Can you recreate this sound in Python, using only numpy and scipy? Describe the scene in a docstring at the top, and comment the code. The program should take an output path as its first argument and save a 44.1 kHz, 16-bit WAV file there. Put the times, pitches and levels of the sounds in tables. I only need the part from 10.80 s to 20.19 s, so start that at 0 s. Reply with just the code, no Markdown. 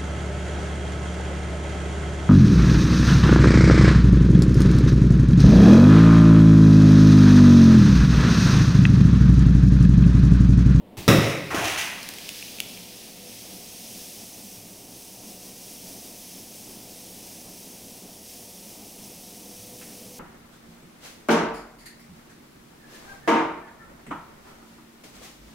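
"""A bath bomb drops into a full tub in a tiled bathroom: it slaps the water and knocks on the tub floor.
The air it dragged down gulps, the jet it threw up splashes back, and a few stray drops land close by.
Then countless tiny gas bubbles fizz as they burst at the surface.
Behind it all a ventilation fan hums, and near the end something taps faintly across the room."""
import sys
import numpy as np
from scipy import signal
from scipy.fft import rfft, irfft
from scipy.io import wavfile
from scipy.ndimage import map_coordinates

SR = 44100
rng = np.random.default_rng(int(sys.argv[2]) if len(sys.argv) > 2 else 0)


def master(y):
    """Save y as 16-bit WAV."""
    cut = np.clip(np.atleast_2d(y).T, -1, 1)
    pcm = np.round(cut * 32767)  # scale
    wavfile.write(sys.argv[1], SR, pcm.astype(np.int16))


N = 414099
TIME = np.arange(N) / SR
SLAP_AT_S, KNOCK_AT_S = 0.170, 0.279

# The ball hits the water, then the floor: level_db, fade_s (time to fall 60 dB), echo_db
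WATER_SLAP = (-42, 0.089, -34.5)
FLOOR_KNOCK = (-11.5, 0.085, -11.5)
# Their tone, or how strong the low and high parts are: pitch_hz, gain_db
SLAP_TONE = [(40, -8), (110, 0), (200, -11), (320, -4), (550, -20), (850, -16), (1350, -25), (2500, -17),
             (5500, -22.5), (8000, -25), (15500, -26.5)]
KNOCK_TONE = [(40, -13), (100, -6), (300, 3.5), (560, -6.5), (780, -14.5), (1200, -16), (3000, -18.5),
              (6300, -27.5), (7500, -27), (15500, -29)]
# Broad pitch ranges that the tub's shell boosts or weakens: pitch_hz, width_hz, gain_db
SHELL_BANDS = [(1240, 390, 7), (1650, 200, 1), (1935, 150, 10), (2630, 240, 6.5), (3200, 250, -2.5),
               (3800, 340, 8.5), (4460, 570, -5.5), (5430, 920, 10.5)]
# Sharp cracks of the hits, their wall echoes and the falling jet: start_s, level_db, fade_s
SHARP_CRACKS = [(0.1701, -34, .008), (0.2803, -6.5, 0.0084), (0.2873, -13, 0.019), (0.2944, -20, 0.012),
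                (0.3005, -20, 0.036), (0.7458, -24, 0.017)]
# Low notes of the full tub: pitch_hz, level_db, fade_s
TUB_NOTES = [(71.6, -34, 1.2), (111, -13.5, 0.66), (138, -22.5, 1.13), (161, -18, 0.79), (201, -26, 0.79),
             (231, -27, .55), (291.6, -22, 0.87), (333, -17.5, 0.58), (350, -34, 0.65), (432, -28, 1.2),
             (489, -30, 0.86), (529, -27.5, 0.88), (557.4, -21.5, 1.02), (666, -33, 1)]
def plunge(boom_rise_s=0.01):
    """The ball slaps the surface and knocks on the floor, which sets the tub booming."""
    out, t = np.zeros(N), TIME[:2 * SR]
    add(out, SLAP_AT_S, burst(WATER_SLAP, SLAP_TONE))
    add(out, KNOCK_AT_S, burst(FLOOR_KNOCK, KNOCK_TONE, SHELL_BANDS))
    crack_tone = [(200, -10), (1200, 4), (6000, -6), (8000, -12), (15500, -15)]  # pitch_hz, gain_db
    for start_s, level_db, fade_s in SHARP_CRACKS:
        crack = amp(level_db) * rng.standard_normal(len(t)) * decay(t, fade_s)
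        add(out, start_s, shape_tone(crack, crack_tone, SHELL_BANDS))
    boom = sum(amp(level_db) * decay(t, fade_s) * np.sin(2 * np.pi * (pitch_hz * t + rng.random()))
               for pitch_hz, level_db, fade_s in TUB_NOTES)
    add(out, KNOCK_AT_S, boom * (1 - np.exp(-t / boom_rise_s)))
    return out


# How hard the ball gives off gas: time_s, level_db
GAS_FLOW = [(1.3, -44), (1.68, -43.5), (2.11, -46), (3.19, -42.5), (3.96, -46.5), (5.0, -43.5),
            (5.45, -44.5), (5.9, -45.5), (8.19, -46), (9.39, -45.5)]
# Tone of the large, medium and tiny bubbles: pitch_hz, gain_db
LARGE_TONE = [(900, -16.5), (1500, -12), (2000, -5), (2500, -0.5), (3200, 0.5), (4200, -0.5), (5200, -0.5),
              (7000, -31.5)]
MEDIUM_TONE = [(3500, -30), (4600, -8), (5500, 0), (6500, -1.5), (7200, -12), (9000, -35)]
TINY_TONE = [(4500, -44), (6900, -4), (7600, -1), (8600, 0.5), (10700, 0.5), (11700, -2), (13500, -1.5),
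             (15200, -1), (15800, -4)]
def fizz(fresh_until_s=2.6, flutter_db=0.7):
    """Gas bubbles burst by the thousand; the large ones are loudest while the ball is fresh."""
    gas = level_curve(GAS_FLOW, rise_s=0.92, fall_s=1)
    fresh = np.exp(-(TIME / fresh_until_s) ** 3)
    large = shape_tone(crackle(per_s=1500, spread_db=0.5, hiss_db=1.5), LARGE_TONE)
    medium = shape_tone(crackle(per_s=2700, spread_db=-1.5, hiss_db=3.5), MEDIUM_TONE)
    tiny = shape_tone(crackle(per_s=6000, spread_db=1.5, hiss_db=2.5), TINY_TONE)
    out = amp(-8.5 + 9.8 * fresh) * large
    out += amp(-5.5 + fresh) * unit(gas) ** 0.2 * medium  # these swell most with the gas
    out += amp(-1 - 0.5 * fresh) * tiny
    in_water = TIME > SLAP_AT_S
    return in_water * gas * out * amp(flutter_db * drift(rate_hz=12))


# Air pockets closing, and soft bumps of rocking water: start_s, level_db, pitch_hz, fade_s
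AIR_POCKETS = [(0.197, -27, 150, 0.053), (0.2874, 2.5, 174, 0.03), (0.3121, -3, 143.4, 0.091),
               (0.347, -12, 253, 0.028), (0.3821, 4.5, 137, 0.033), (0.639, -29.5, 149, 0.12),
               (0.7061, -27, 1300, .06), (.744, -15, 288, 0.052), (0.776, -23.5, 170, 0.076),
               (.822, -19.5, 675, 0.071), (3.77, -44, 106, 0.26), (8.273, -32, 175, 0.034),
               (8.789, -45, 106, 0.24), (9.268, -43, 191, 0.13)]
def gulps():
    """Large pockets of air pinch off and ring briefly."""
    out = np.zeros(N)
    for start_s, level_db, pitch_hz, fade_s in AIR_POCKETS:
        add(out, start_s, amp(level_db) * bubble(pitch_hz, fade_s, rise=0.21))
    return room(out, echo_db=-5)


# Tone of the sloshing and of the spray: pitch_hz, gain_db
SLOSH_TONE = [(35, -18), (70, 3), (110, 5), (170, -19), (300, 3.5), (500, -1), (700, 4), (1000, -10),
              (1800, -27)]
SPRAY_TONE = [(1000, -14), (2500, 8.5), (4500, -3.5), (6200, 1.5), (7500, -7.5), (10500, -6.5),
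              (13000, -13.5), (15500, -11)]
# The hole in the water closes, then the jet comes down from foot to tip:
# start_s, hold_s, slosh_db, bubbles_db, spray_db, pitch_hz, scatter_octaves
FALLING_WATER = [(0.411, 0.089, -38, -33.5, -36.5, 2155, .12), (0.7, 0.042, -37.5, -29, -38.5, 1283, .5),
                 (.742, 0.09, -33.5, -31.5, -33, 1320, 0.76), (.835, 0.08, -41, -31, -30.5, 2200, 0.38),
                 (.972, 0.042, -49, -35.5, -29, 2270, 0.26)]
def splash(slosh_gain_db=1, bubbles_gain_db=-3, spray_gain_db=1):
    """Falling water heaves the surface, traps bubbles and scatters spray."""
    slosh, bubbles, spray = np.zeros((3, N))
    for start_s, hold_s, slosh_db, bubbles_db, spray_db, pitch_hz, scatter_octaves in FALLING_WATER:
        heave = surge(hold_s, fade_db_per_s=100) * rng.standard_normal(SR)
        cloud = surge(hold_s, fade_db_per_s=61) * bubble_cloud(pitch_hz, scatter_octaves)
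        patter = surge(hold_s, fade_db_per_s=104) * crackle(per_s=1500, spread_db=2.5, hiss_db=0)[:SR]
        add(slosh, start_s, amp(slosh_db + slosh_gain_db) * heave)
        add(bubbles, start_s, amp(bubbles_db + bubbles_gain_db) * cloud)
        add(spray, start_s, amp(spray_db + spray_gain_db) * patter)
    slosh = shape_tone(slosh, SLOSH_TONE + [(6000, -70)])
    return slosh + room(bubbles, echo_db=-3) + shape_tone(spray, SPRAY_TONE)


# Drops landing: start_s, level_db, pitch_hz, splat_db (next to the ping), ping_fade_s
STRAY_DROPS = [(1.2305, -25.5, 5300, 2, 0.0048), (1.2893, -25, 2820, 8, 0.0045),
               (1.3378, -31, 3280, 6, 0.0071), (1.3852, -23.5, 3200, 1, .007),
               (1.4911, -15.5, 2660, -3, 0.0043), (1.626, -19.5, 2560, -15, 0.0069),
               (1.7863, -25, 2530, -12, 0.0097), (1.8027, -10.5, 2750, 1, 0.0058),
               (1.974, -29, 2360, -15, 0.0091)]
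def drops(splat_fade_s=0.0088):
    """Each drop lands close by with a short bright splat and a bubble's ping."""
    out, t = np.zeros(N), TIME[:1024]
    low_cut = signal.butter(2, 1750, "high", fs=SR, output="sos")  # drops are too small for low notes
    splat_tone = [(1300, -5), (2500, -1), (6000, -5.5), (11000, -3.5), (15000, -8)]  # pitch_hz, gain_db
    for start_s, level_db, pitch_hz, splat_db, ping_fade_s in STRAY_DROPS:
        splat = amp(splat_db) * rng.standard_normal(len(t)) * decay(t, splat_fade_s) / 2
        drop = shape_tone(splat, splat_tone)
        add(drop, 0, bubble(pitch_hz, ping_fade_s, rise=0.072))
        add(out, start_s, amp(level_db) * room(signal.sosfilt(low_cut, drop), echo_db=-9))
    return out


# A tap across the room: level_db, fade_s, echo_db
FAR_TAP = (-42, 0.05, -53)
# Its tone: pitch_hz, gain_db
TAP_TONE = [(700, -18), (1200, -9), (1650, -4), (2100, -5), (2800, -3), (3500, -12), (8000, -24)]
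def tap(start_s=9.014):
    """Something far off taps faintly, and the room echoes it."""
    out = np.zeros(N)
    add(out, start_s, burst(FAR_TAP, TAP_TONE))
    return out


# Tone of the fan's rushing air, with a faint background hiss on top: pitch_hz, gain_db
AIR_AND_HISS = [(30, -13.5), (55, -14), (70, -17), (85, -19.5), (112, -4), (152, -12), (188, 0.5),
                (260, -2.5), (440, -10), (690, -9.5), (1000, -19.5), (1500, -28.5), (3000, -27),
                (6000, -43), (15000, -38)]
# The motor's notes: pitch_hz, level_db
MOTOR_NOTES = [(71, -68), (177, -62), (196, -65.5), (240, -70), (410, -65.5), (721, -66.5), (922, -72)]
# Moments when its whine grows louder: peak_s, half_length_s, gain_db
WHINE_RISES = [(2.45, 0.36, 5), (9.3, 0.77, 8)]
def fan(air_db=-49, gust_db=1.03, whine_hz=495, whine_db=-63):
    """The fan pushes dull, slightly uneven air while its motor hums and whines."""
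    rush = amp(air_db + gust_db * drift(rate_hz=10)) * shape_tone(rng.standard_normal(N), AIR_AND_HISS)
    motor = sum(amp(level_db) * hum(pitch_hz, waver_radians=1.6) for pitch_hz, level_db in MOTOR_NOTES)
    swell_db = sum(gain_db * np.exp(-((TIME - peak_s) / half_length_s) ** 2)
                   for peak_s, half_length_s, gain_db in WHINE_RISES)
    return rush + motor + amp(whine_db + swell_db) * hum(whine_hz, waver_radians=0.52)


# How long the tiled room rings: pitch_hz, fade_s
ROOM_FADES = [(80, 0.42), (210, 0.56), (560, 1), (1500, 0.86), (3900, 0.98), (10000, 0.59)]
def echoes(rise_s=0.0028):
    """Sound bounces off the tiles and blurs into a tail, each pitch fading at its own speed."""
    hz, t, spectrum = signal.stft(rng.standard_normal(SR), SR, nperseg=512)
    spectrum = spectrum * decay(t, at_pitch(ROOM_FADES, hz)[:, None])
    tail = signal.istft(spectrum, SR, nperseg=512)[1][:SR]
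    return tail * (1 - np.exp(-(TIME[:SR] / rise_s) ** 2))


def room(sound, echo_db):
    """A sound arrives directly, followed by its echoes."""
    tail = echoes()
    response = amp(echo_db) * tail / np.linalg.norm(tail)
    response[0] += 1
    return signal.oaconvolve(sound, response)[:N]


def burst(hit, tone, bands=()):
    """A hit makes a sudden, quickly dying rush of noise, and the room answers."""
    level_db, fade_s, echo_db = hit
    direct = amp(level_db) * rng.standard_normal(SR) * decay(TIME[:SR], fade_s)
    return shape_tone(direct + amp(echo_db) * echoes(rise_s=0.0044), tone, bands)


def crackle(per_s, spread_db, hiss_db):
    """Random pops of uneven size; their countless echoes blur into a smooth hiss."""
    sizes = amp(spread_db * np.minimum(rng.exponential(1, N), 5))
    pops = sizes * rng.choice([-1, 1], N) * (rng.random(N) < per_s / SR)
    return unit(unit(pops) + amp(hiss_db) * rng.standard_normal(N))


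def bubble(pitch_hz, fade_s, rise):
    """An air bubble rings and climbs in pitch as it nears the surface."""
    t = np.arange(0, fade_s, 1 / SR)
    cycles = pitch_hz * (t + rise * t ** 2 / (2 * fade_s))
    onset = 1 - np.exp(-(2 * cycles) ** 2)
    return -np.sin(2 * np.pi * cycles) * decay(t, fade_s) * onset


def bubble_cloud(centre_hz, scatter_octaves, density=1100, ring_cycles=36, spread_db=3, pitches=48):
    """One second of small bubbles ringing around one pitch."""
    cloud = np.zeros(SR)
    for hz in np.geomspace(600, 5000, pitches):
        share = np.exp(-(np.log2(hz / centre_hz) / scatter_octaves) ** 2 / 2) / scatter_octaves
        born = rng.random(SR) < 2 * share * density / pitches / SR
        strength = amp(spread_db * np.minimum(rng.exponential(1, SR), 3)) * rng.choice([-1, 1], SR)
        ring = bubble(hz, ring_cycles / hz, rise=0.069)
        cloud += signal.oaconvolve(born * strength, ring)[:SR] * np.sqrt(hz)
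    return unit(cloud)


def hum(pitch_hz, waver_radians, flutter_db=2.0):
    """A motor note whose strength and pitch wander a little."""
    strength = amp(flutter_db * drift(rate_hz=6.5))
    return unit(strength * np.sin(2 * np.pi * pitch_hz * TIME + waver_radians * drift(rate_hz=8)))


def surge(hold_s, fade_db_per_s, rise_s=0.0088):
    """One second of loudness: it jumps up, holds while the water lands, then fades."""
    t = TIME[:SR]
    return np.minimum(t / rise_s, 1) * amp(-fade_db_per_s * np.maximum(t - hold_s, 0))


def level_curve(rows, rise_s, fall_s):
    """Loudness over time, fading in before the first row and out after the last."""
    time_s, level_db = np.transpose(rows)
    before, after = np.maximum(time_s[0] - TIME, 0), np.maximum(TIME - time_s[-1], 0)
    return np.exp(-before / rise_s - after / fall_s) * amp(np.interp(TIME, time_s, level_db))


def shape_tone(sound, tone, bands=()):
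    """Turns some pitches up and others down; white noise keeps its overall level."""
    hz = np.fft.rfftfreq(8192, 1 / SR)
    bands_db = sum(gain_db / (1 + (2 * (hz - pitch_hz) / width_hz) ** 2)
                   for pitch_hz, width_hz, gain_db in bands)
    log_gain = np.log(unit(amp(at_pitch(tone, hz) + bands_db)))
    # Build the filter so that nothing rings before the sound starts.
    spectrum = np.exp(signal.hilbert(np.r_[log_gain, log_gain[-2:0:-1]]).conj())
    response = np.fft.ifft(spectrum).real
    return signal.oaconvolve(sound, response[:4096])[:len(sound)]


def at_pitch(rows, hz):
    """Looks up a table at any pitch, sliding smoothly between its rows."""
    pitch_hz, value = np.transpose(rows)
    return np.interp(np.log(hz + 1), np.log(pitch_hz + 1), value)


def decay(t, fade_s):
    """Dies away, 60 dB down after fade_s."""
    return np.exp(-np.log(1000) * t / fade_s)


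def drift(rate_hz):
    """A slow random wander, about 1 in size."""
    points = rng.standard_normal(N // 100)
    return unit(map_coordinates(points, [TIME * rate_hz], order=1, mode="wrap"))


def add(mix, start_s, sound):
    """Adds a sound to the mix at start_s."""
    part = mix[max(round(start_s * SR), 0):][:len(sound)]
    part += sound[:len(part)]


def amp(db):
    """Turns decibels into a multiplier."""
    return 10 ** (np.asarray(db) / 20)


def unit(x):
    """Scales to an average (rms) level of 1."""
    return x / np.sqrt(np.mean(x ** 2) + 1e-20)


# How much left and right differ, next to what they share: pitch_hz, side_db
STEREO_WIDTH = [(60, -61), (500, -70), (1600, -64), (2800, -47), (5000, -21.5), (9000, -21.5),
                (14000, -17.5)]
def scene(scatter_samples=256):
    """Everything lies straight ahead; a faint scattered copy of the mix makes left and right differ slightly,
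    mostly in the highs."""
    middle = plunge() + gulps() + splash() + drops() + tap() + fizz() + fan()
    scatter = irfft(np.exp(2j * np.pi * rng.random(scatter_samples // 2 + 1)))
    scattered = signal.oaconvolve(middle, scatter)[:N]
    side_db = at_pitch(STEREO_WIDTH, np.fft.rfftfreq(N, 1 / SR))
    side = irfft(rfft(scattered) * amp(side_db), N)
    return np.array([middle + side, middle - side])


def record(dry):
    """Rounds off the loudest peaks, then removes the very highest pitches."""
    top_hz = 15850
    rounded = dry / (1 + dry ** 4) ** (1 / 4)
    high_cut = signal.firwin(511, top_hz, window=("kaiser", 9), fs=SR)
    return signal.oaconvolve(rounded, high_cut[None], "same")


dry = scene()
out = record(dry)
master(out)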